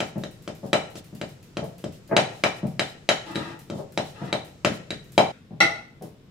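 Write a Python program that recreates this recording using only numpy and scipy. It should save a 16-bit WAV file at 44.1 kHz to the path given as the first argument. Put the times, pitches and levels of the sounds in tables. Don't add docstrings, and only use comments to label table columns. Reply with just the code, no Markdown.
import sys
import numpy as np
from scipy import signal
from scipy.fft import rfft, irfft
from scipy.io import wavfile

SR = 44100
rng = np.random.default_rng(int(sys.argv[2]) if len(sys.argv) > 2 else 0)


def digitize_waveform(pressure):
    field = np.atleast_2d(pressure).T
    bounded = np.clip(field, -1, 1)
    quanta = np.round(bounded * 32767).astype(np.int16)
    wavfile.write(sys.argv[1], SR, quanta)


N = 277830
TIME = np.arange(N) / SR


def amp(db):
    return 10 ** (np.asarray(db) / 20)


def rms_one(x):
    return x / np.sqrt(np.mean(x ** 2) + 1e-20)


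def at_hz(points, hz):
    freqs, values = np.transpose(points)
    return np.interp(np.log(hz), np.log(freqs), values)


def band(x, low_hz, high_hz):
    edges = np.clip([low_hz, high_hz], 10, .45 * SR)
    return signal.sosfilt(signal.butter(2, edges, "band", fs=SR, output="sos"), x + 1e-18)


def low_cut(x, hz=102):
    return signal.sosfilt(signal.butter(4, hz, "high", fs=SR, output="sos"), x + 1e-18)


def clicks(times, gains):
    out = np.zeros(N)
    out[np.clip(np.round(np.asarray(times) * SR).astype(int), 0, N - 1)] = gains
    return out


def chatter(times, gains, gap_s):
    draws, out = rng.random((len(times), 2, 6)), 0
    for k, share in enumerate([0.09, 0.94, 1.0, 1.0, 0.25, 0.083]):
        jitter, sign = draws[:, 0, k], np.sign(draws[:, 1, k] - .5)
        out = out + clicks(times + gap_s * (k + jitter), gains * share * sign)
    return out


def bursts(times, gains, decay_s, rise_s=.0001):
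    fade, swell = np.exp(-1 / (decay_s * SR)), np.exp(-1 / (rise_s * SR))
    poles = np.convolve([1, -fade], [1, -swell])
    envelope = signal.lfilter([1 - swell], poles, clicks(times, gains) + 1e-18)
    return envelope * rng.standard_normal(N)


def grain(mean_db):
    return amp(mean_db * rng.exponential(1, N))


def struck(times, db, modes, scatter_db):
    out, scatter = 0, rng.standard_normal((len(times), len(modes)))
    for k, (hz, mode_db, t60) in enumerate(modes):
        r, w = amp(-60 / (t60 * SR)), 2 * np.pi * hz / SR
        force = clicks(times, amp(db + mode_db + scatter_db * scatter[:, k]))
        out = out + signal.lfilter([0, np.sin(w)], [1, -2 * r * np.cos(w), r * r], force + 1e-18)
    return out


# (f/Hz, left-right correlation)
PAIR_LIKENESS = [(60, 0.85), (250, 1), (600, 0.41), (1200, 0.017), (4000, 0.067), (12000, 0.033)]
BAND_EDGES_HZ = 22 * 2 ** np.arange(0, 9.8, .5)


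def stereo_bands(size):
    white = rng.standard_normal((2, 2, size))
    for k, (low, high) in enumerate(zip(BAND_EDGES_HZ, BAND_EDGES_HZ[1:])):
        mid, side = band(white[k % 2], low, high)
        hz = np.sqrt(low * high)
        alike = at_hz(PAIR_LIKENESS, hz)
        yield hz, np.sqrt(1 + alike) * mid + np.sqrt(1 - alike) * side * [[1], [-1]]


def diffuse_noise(spectrum):
    return rms_one(sum(amp(at_hz(spectrum, hz)) * noise for hz, noise in stereo_bands(N)))


# (t/s, thump/dB, knock/dB, crack/dB, clink/dB)
PESTLE_BLOWS = [(0.003, -29.5, -25, -24.5, -33), (0.236, -34, -35, -37.5, -35.5),
                (0.476, -32.5, -31.5, -36.5, -57), (0.73, -25.5, -15, -17.5, -19.5),
                (0.954, -37.5, -41.5, -43.5, -65), (1.213, -31.5, -30.5, -32.5, -38),
                (1.569, -27.5, -27, -31.5, -40.5), (1.84, -28, -31, -39.5, -55),
                (2.165, -23, -16, -12.5, -17.5), (2.4369, -26.5, -12.5, -16.5, -24),
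                (2.794, -30, -23, -19.5, -20), (3.089, -31.5, -15.5, -13.5, -15),
                (3.356, -25, -50, -31, -24.5), (3.699, -29, -33, -41.5, -43),
                (3.975, -27.5, -26.5, -25, -26.5), (4.327, -29.5, -21, -24.5, -21),
                (4.647, -21.5, -16, -16.5, -28), (4.905, -30.5, -33, -30, -25),
                (5.178, -21.5, -12.5, -16, -17)]
# (f/Hz, relative level/dB, t60/s)
MORTAR_MODES = [(627.5, 2.5, 0.029), (782, 11.5, 0.012), (1332, -1, 0.033), (1923, -11, 0.04),
                (2333, 0, 0.034), (3020, -2.5, 0.018), (3175, -4, 0.032), (3899, -3, 0.033),
                (4430, -19.5, 0.019)]


def pestle():
    s, thump_db, knock_db, crack_db, clink_db = np.transpose(PESTLE_BLOWS)
    thump = band(band(clicks(s, amp(thump_db + 42)), 72, 330), 52, 800)
    grit_gain = amp(-40.5) + amp(crack_db - 2)
    grit = band(band(bursts(s, grit_gain, decay_s=0.0063, rise_s=0.0013), 3200, 7700), 2000, 19000)
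    ring_s = s + 0.000987
    ring = struck(ring_s, knock_db - 9, MORTAR_MODES[:3], scatter_db=6.5)
    ring += struck(ring_s, crack_db - 3, MORTAR_MODES[3:7], scatter_db=3.5)
    ring += struck(ring_s, clink_db + 6, MORTAR_MODES[7:], scatter_db=0)
    knock_gain, crack_gain = amp(knock_db + 24), amp(crack_db + 25)

    def contact(knock, crack):
        return band(band(knock, 450, 1300), 420, 2100) + band(band(crack, 1287, 3740), 610, 6500)
    near = contact(chatter(s, knock_gain, gap_s=0.000623), chatter(s, crack_gain, gap_s=.0005))
    spread = contact(clicks(s, knock_gain), clicks(s, crack_gain))
    return thump + grit + ring + near, thump + grit + amp(-5.5) * ring + amp(1.5) * spread


def hollow_echo(x, delay_s=.019, band_hz=(540, 710)):
    late = np.concatenate([np.zeros(round(delay_s * SR)), x])[:N]
    return amp(7.5) * band(band(late, *band_hz), *band_hz)


# (f/Hz, t60/s)
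ROOM_DECAY = [(80, 0.79), (210, 0.4), (560, 0.48), (1470, 0.45), (3880, 0.43), (10200, 0.45)]
# (f/Hz, relative level/dB)
ROOM_SPECTRUM = [(80, 2.5), (250, 1.1), (700, 3), (2000, 3), (5000, -3.5), (14000, -6.5)]


def room(x, rise_s=0.0009, early_s=0.04):
    t = np.arange(int(.75 * SR)) / SR
    early = amp(-3) * np.exp(-(t / early_s) ** 2)
    tail = sum(noise * amp(at_hz(ROOM_SPECTRUM, hz)) * (early + amp(-60 * t / at_hz(ROOM_DECAY, hz)))
               for hz, noise in stereo_bands(len(t)))
    tail *= 1 - np.exp(-t / rise_s)
    tail = amp(1) * tail / np.sqrt(np.sum(tail ** 2) / 2)
    return signal.fftconvolve(x[None], tail, axes=1)[:, :N]


# (f/Hz, relative density/dB)
KITCHEN_TONE = [(12, -37), (20, -5.5), (55, -9), (142, 4.5), (216, -5), (388, -8), (698, -24), (849, -22.5),
                (1090, -21.5), (2320, -24.5), (6720, -29), (8410, -40.5), (16000, -42)]


def kitchen_air():
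    return amp(-49.5) * diffuse_noise(KITCHEN_TONE)


# (top t/s, level/dB, width/s)
PASTE_DRAGS = [(.08, -54, 0.034), (.225, -61, 0.031), (.67, -57.5, .04), (.98, -45.5, 0.021),
               (1.3, -59, 0.043), (1.95, -60, 0.037), (2.38, -55.5, 0.06), (2.58, -52.5, 0.027),
               (2.895, -54, 0.038), (3.79, -54, 0.047), (4.085, -52, 0.052), (4.26, -56, .02),
               (4.75, -49.5, 0.03)]
# (f/Hz, relative density/dB)
PASTE_SPECTRUM = [(1500, -41), (3000, -0.5), (5000, -3.5), (8500, -6), (12500, -15), (16000, -8)]


def paste_rustle():
    swells = sum(amp(db) * np.exp(-((TIME - s) / width_s) ** 2) for s, db, width_s in PASTE_DRAGS)
    return swells * rms_one(grain(0.63) * diffuse_noise(PASTE_SPECTRUM))


# (t/s, body/dB, boom/dB, slap/dB)
FAR_THUDS = [(0.158, -28.5, -28, -46), (0.632, -28, -33, -53), (1.128, -48, -37, -70),
             (1.62, -25, -34.5, -59), (2.092, -36.5, -51, -43), (2.113, -13.5, -27.5, -23.5),
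             (2.631, -27.5, -23.5, -65), (3.732, -31, -32.5, -53), (3.782, -26, -46, -50),
             (4.216, -26, -30.5, -39), (4.696, -33, -30, -40), (5.508, -41, -36.5, -67),
             (6.012, -31, -40, -47.5)]


def thuds(after_s, before_s):
    s, body_db, boom_db, slap_db = np.transpose([r for r in FAR_THUDS if after_s <= r[0] < before_s])

    def push(db):
        return clicks(s, amp(db + 28)) + chatter(s, amp(db + 29), gap_s=.004)
    body = band(band(push(body_db), 180, 717), 210, 798)
    boom = band(clicks(s, amp(boom_db + 49)), 117, 240)
    slap = band(band(band(push(slap_db - 8), 790, 2400), 820, 2300), 700, 2300)
    return low_cut(body + boom + slap)


# (t/s, relative level/dB)
FAINT_TICKS = [(0.1794, -40), (0.3103, -43), (0.4219, -43.5), (0.5496, -41.5), (0.6624, -44), (0.9025, -43),
               (1.042, -42), (1.149, -40), (1.2894, -45), (1.427, -44), (1.6407, -38.5), (1.7814, -40.5),
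               (1.923, -42.5), (2.0757, -43.5), (2.6673, -38.5), (3.313, -43), (3.5907, -38),
               (3.921, -41.5), (4.4475, -40.5), (5.0414, -47.5), (5.1192, -40), (6.022, -35)]


def ticks():
    s, db = np.transpose(FAINT_TICKS)
    swish = grain(2.5) * bursts(s, amp(db - 19.5), decay_s=.03)
    snap = bursts(s, amp(db - 6.5), decay_s=.003, rise_s=.001)
    return band(snap + swish, 2300, 16000)


# (t/s, length/s, first/dB, last/dB)
SHUFFLE_STROKES = [(3.259, 0.054, -48.5, -46), (3.347, 0.18, -43, -50.5), (4.14, 0.15, -55.5, -51)]


def shuffle_envelope(attack_s=0.0045, release_db_per_s=277):
    level = 0
    for s, length_s, first_db, last_db in SHUFFLE_STROKES:
        db = np.interp(TIME, [s, s + length_s], [first_db, last_db])
        db -= release_db_per_s * np.maximum(TIME - s - length_s, 0)
        level = level + amp(db) * np.clip((TIME - s) / attack_s, 0, 1)
    return level


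# (f/Hz, relative density/dB)
RUB_SPECTRUM = [(88, -21.5), (150, 1), (362, 9), (427, -2), (841, -0.5), (991, -7), (1280, -1),
                (12000, -38), (15600, -53), (22000, -120)]


def shuffle_rub():
    grains = rng.standard_normal(N) * grain(2.5)
    rub = sum(amp(at_hz(RUB_SPECTRUM, np.sqrt(low * high))) * band(grains, low, high)
              for low, high in zip(BAND_EDGES_HZ[5:], BAND_EDGES_HZ[6:]))
    return low_cut(shuffle_envelope() * rms_one(rub))


# (f/Hz, relative density/dB)
HISS_SPECTRUM = [(1470, -37), (2500, -1), (2810, 4.5), (4950, -5.5), (9510, -16.5), (12500, -32),
                 (16000, -12)]


def shuffle_hiss():
    return amp(-2) * shuffle_envelope() * rms_one(grain(0.63) * diffuse_noise(HISS_SPECTRUM))


# (t/s, relative level/dB, ring offset/dB)
HOLLOW_KNOCKS = [(5.2, -28.5, -21.5), (5.604, -16, -2.5)]
# (f/Hz, relative level/dB, t60/s)
WOOD_MODES = [(232, -37, 0.19), (333, -8.5, 0.055), (675, -8.5, 0.11), (838, -4, 0.045), (1423, 0.5, 0.03),
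              (2020, 1, 0.084), (2076, -2.5, 0.042), (2150, -10.5, 0.087), (3120, -8, 0.035),
              (3430, -18.5, 0.018), (3950, -6.5, 0.064), (4540, -12, 0.062)]


def knocks():
    s, db, ring_db = np.transpose(HOLLOW_KNOCKS)
    crack = band(band(bursts(s, amp(db + 5.5), decay_s=0.0037), 350, 5700), 300, 10500)
    return low_cut(crack + struck(s, db + ring_db, WOOD_MODES, scatter_db=1))


# (f/Hz, relative density/dB)
TILED_TONE = [(12, -48), (20, -14), (53, -11.5), (81, -6.5), (183, -2), (303, -14.5), (369, -6),
              (502, -26.5), (1070, -28.5), (2770, -31), (3280, -30.5), (6610, -41), (16200, -54.5)]


def tiled_air(whine_hz=14481):
    tone = amp(-51.5) * diffuse_noise(TILED_TONE)
    whine = band(rng.standard_normal((2, N)), whine_hz - 60, whine_hz + 60)
    return tone + amp(-84) * rms_one(whine)


def scene(cut_s=5.315, fade_s=0.0067):
    blows, spread = map(low_cut, pestle())
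    crunches = ticks()
    small = crunches + shuffle_rub()
    far = thuds(0, cut_s)
    mortar = np.array([np.roll(blows, round(.000025 * SR)), blows])
    kitchen = mortar + small + amp(-1.5) * far
    kitchen += hollow_echo(spread) + room(spread + amp(3.5) * small + far)
    kitchen += kitchen_air() + shuffle_hiss() + paste_rustle()

    wood = knocks()
    far_and_ticks = thuds(cut_s, N / SR) + crunches
    tiled = np.array([wood, np.roll(wood, round(.00025 * SR))])
    tiled += amp(5) * room(wood)
    tiled += amp(-2) * far_and_ticks + room(far_and_ticks) + tiled_air()
    cut = np.clip((TIME - cut_s) / fade_s, 0, 1)
    return (1 - cut) * kitchen + cut * tiled


# (f/Hz, left minus right/dB)
PAIR_BALANCE = [(60, -7), (110, 3), (200, 2), (380, 2), (700, 1.5), (1290, 3), (2380, 2), (4400, 0),
                (8120, -3), (15000, 0)]


def record(dry, cutoff_hz=16900):
    hz = np.fft.rfftfreq(N, 1 / SR)
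    tilt_db = at_hz(PAIR_BALANCE, np.maximum(hz, 1)) / 2
    coloured = irfft(rfft(dry) * amp([tilt_db, -tilt_db]), N)
    return signal.sosfilt(signal.cheby2(12, 70, cutoff_hz, fs=SR, output="sos"), np.tanh(coloured))


dry = scene()
out = record(dry)
digitize_waveform(out)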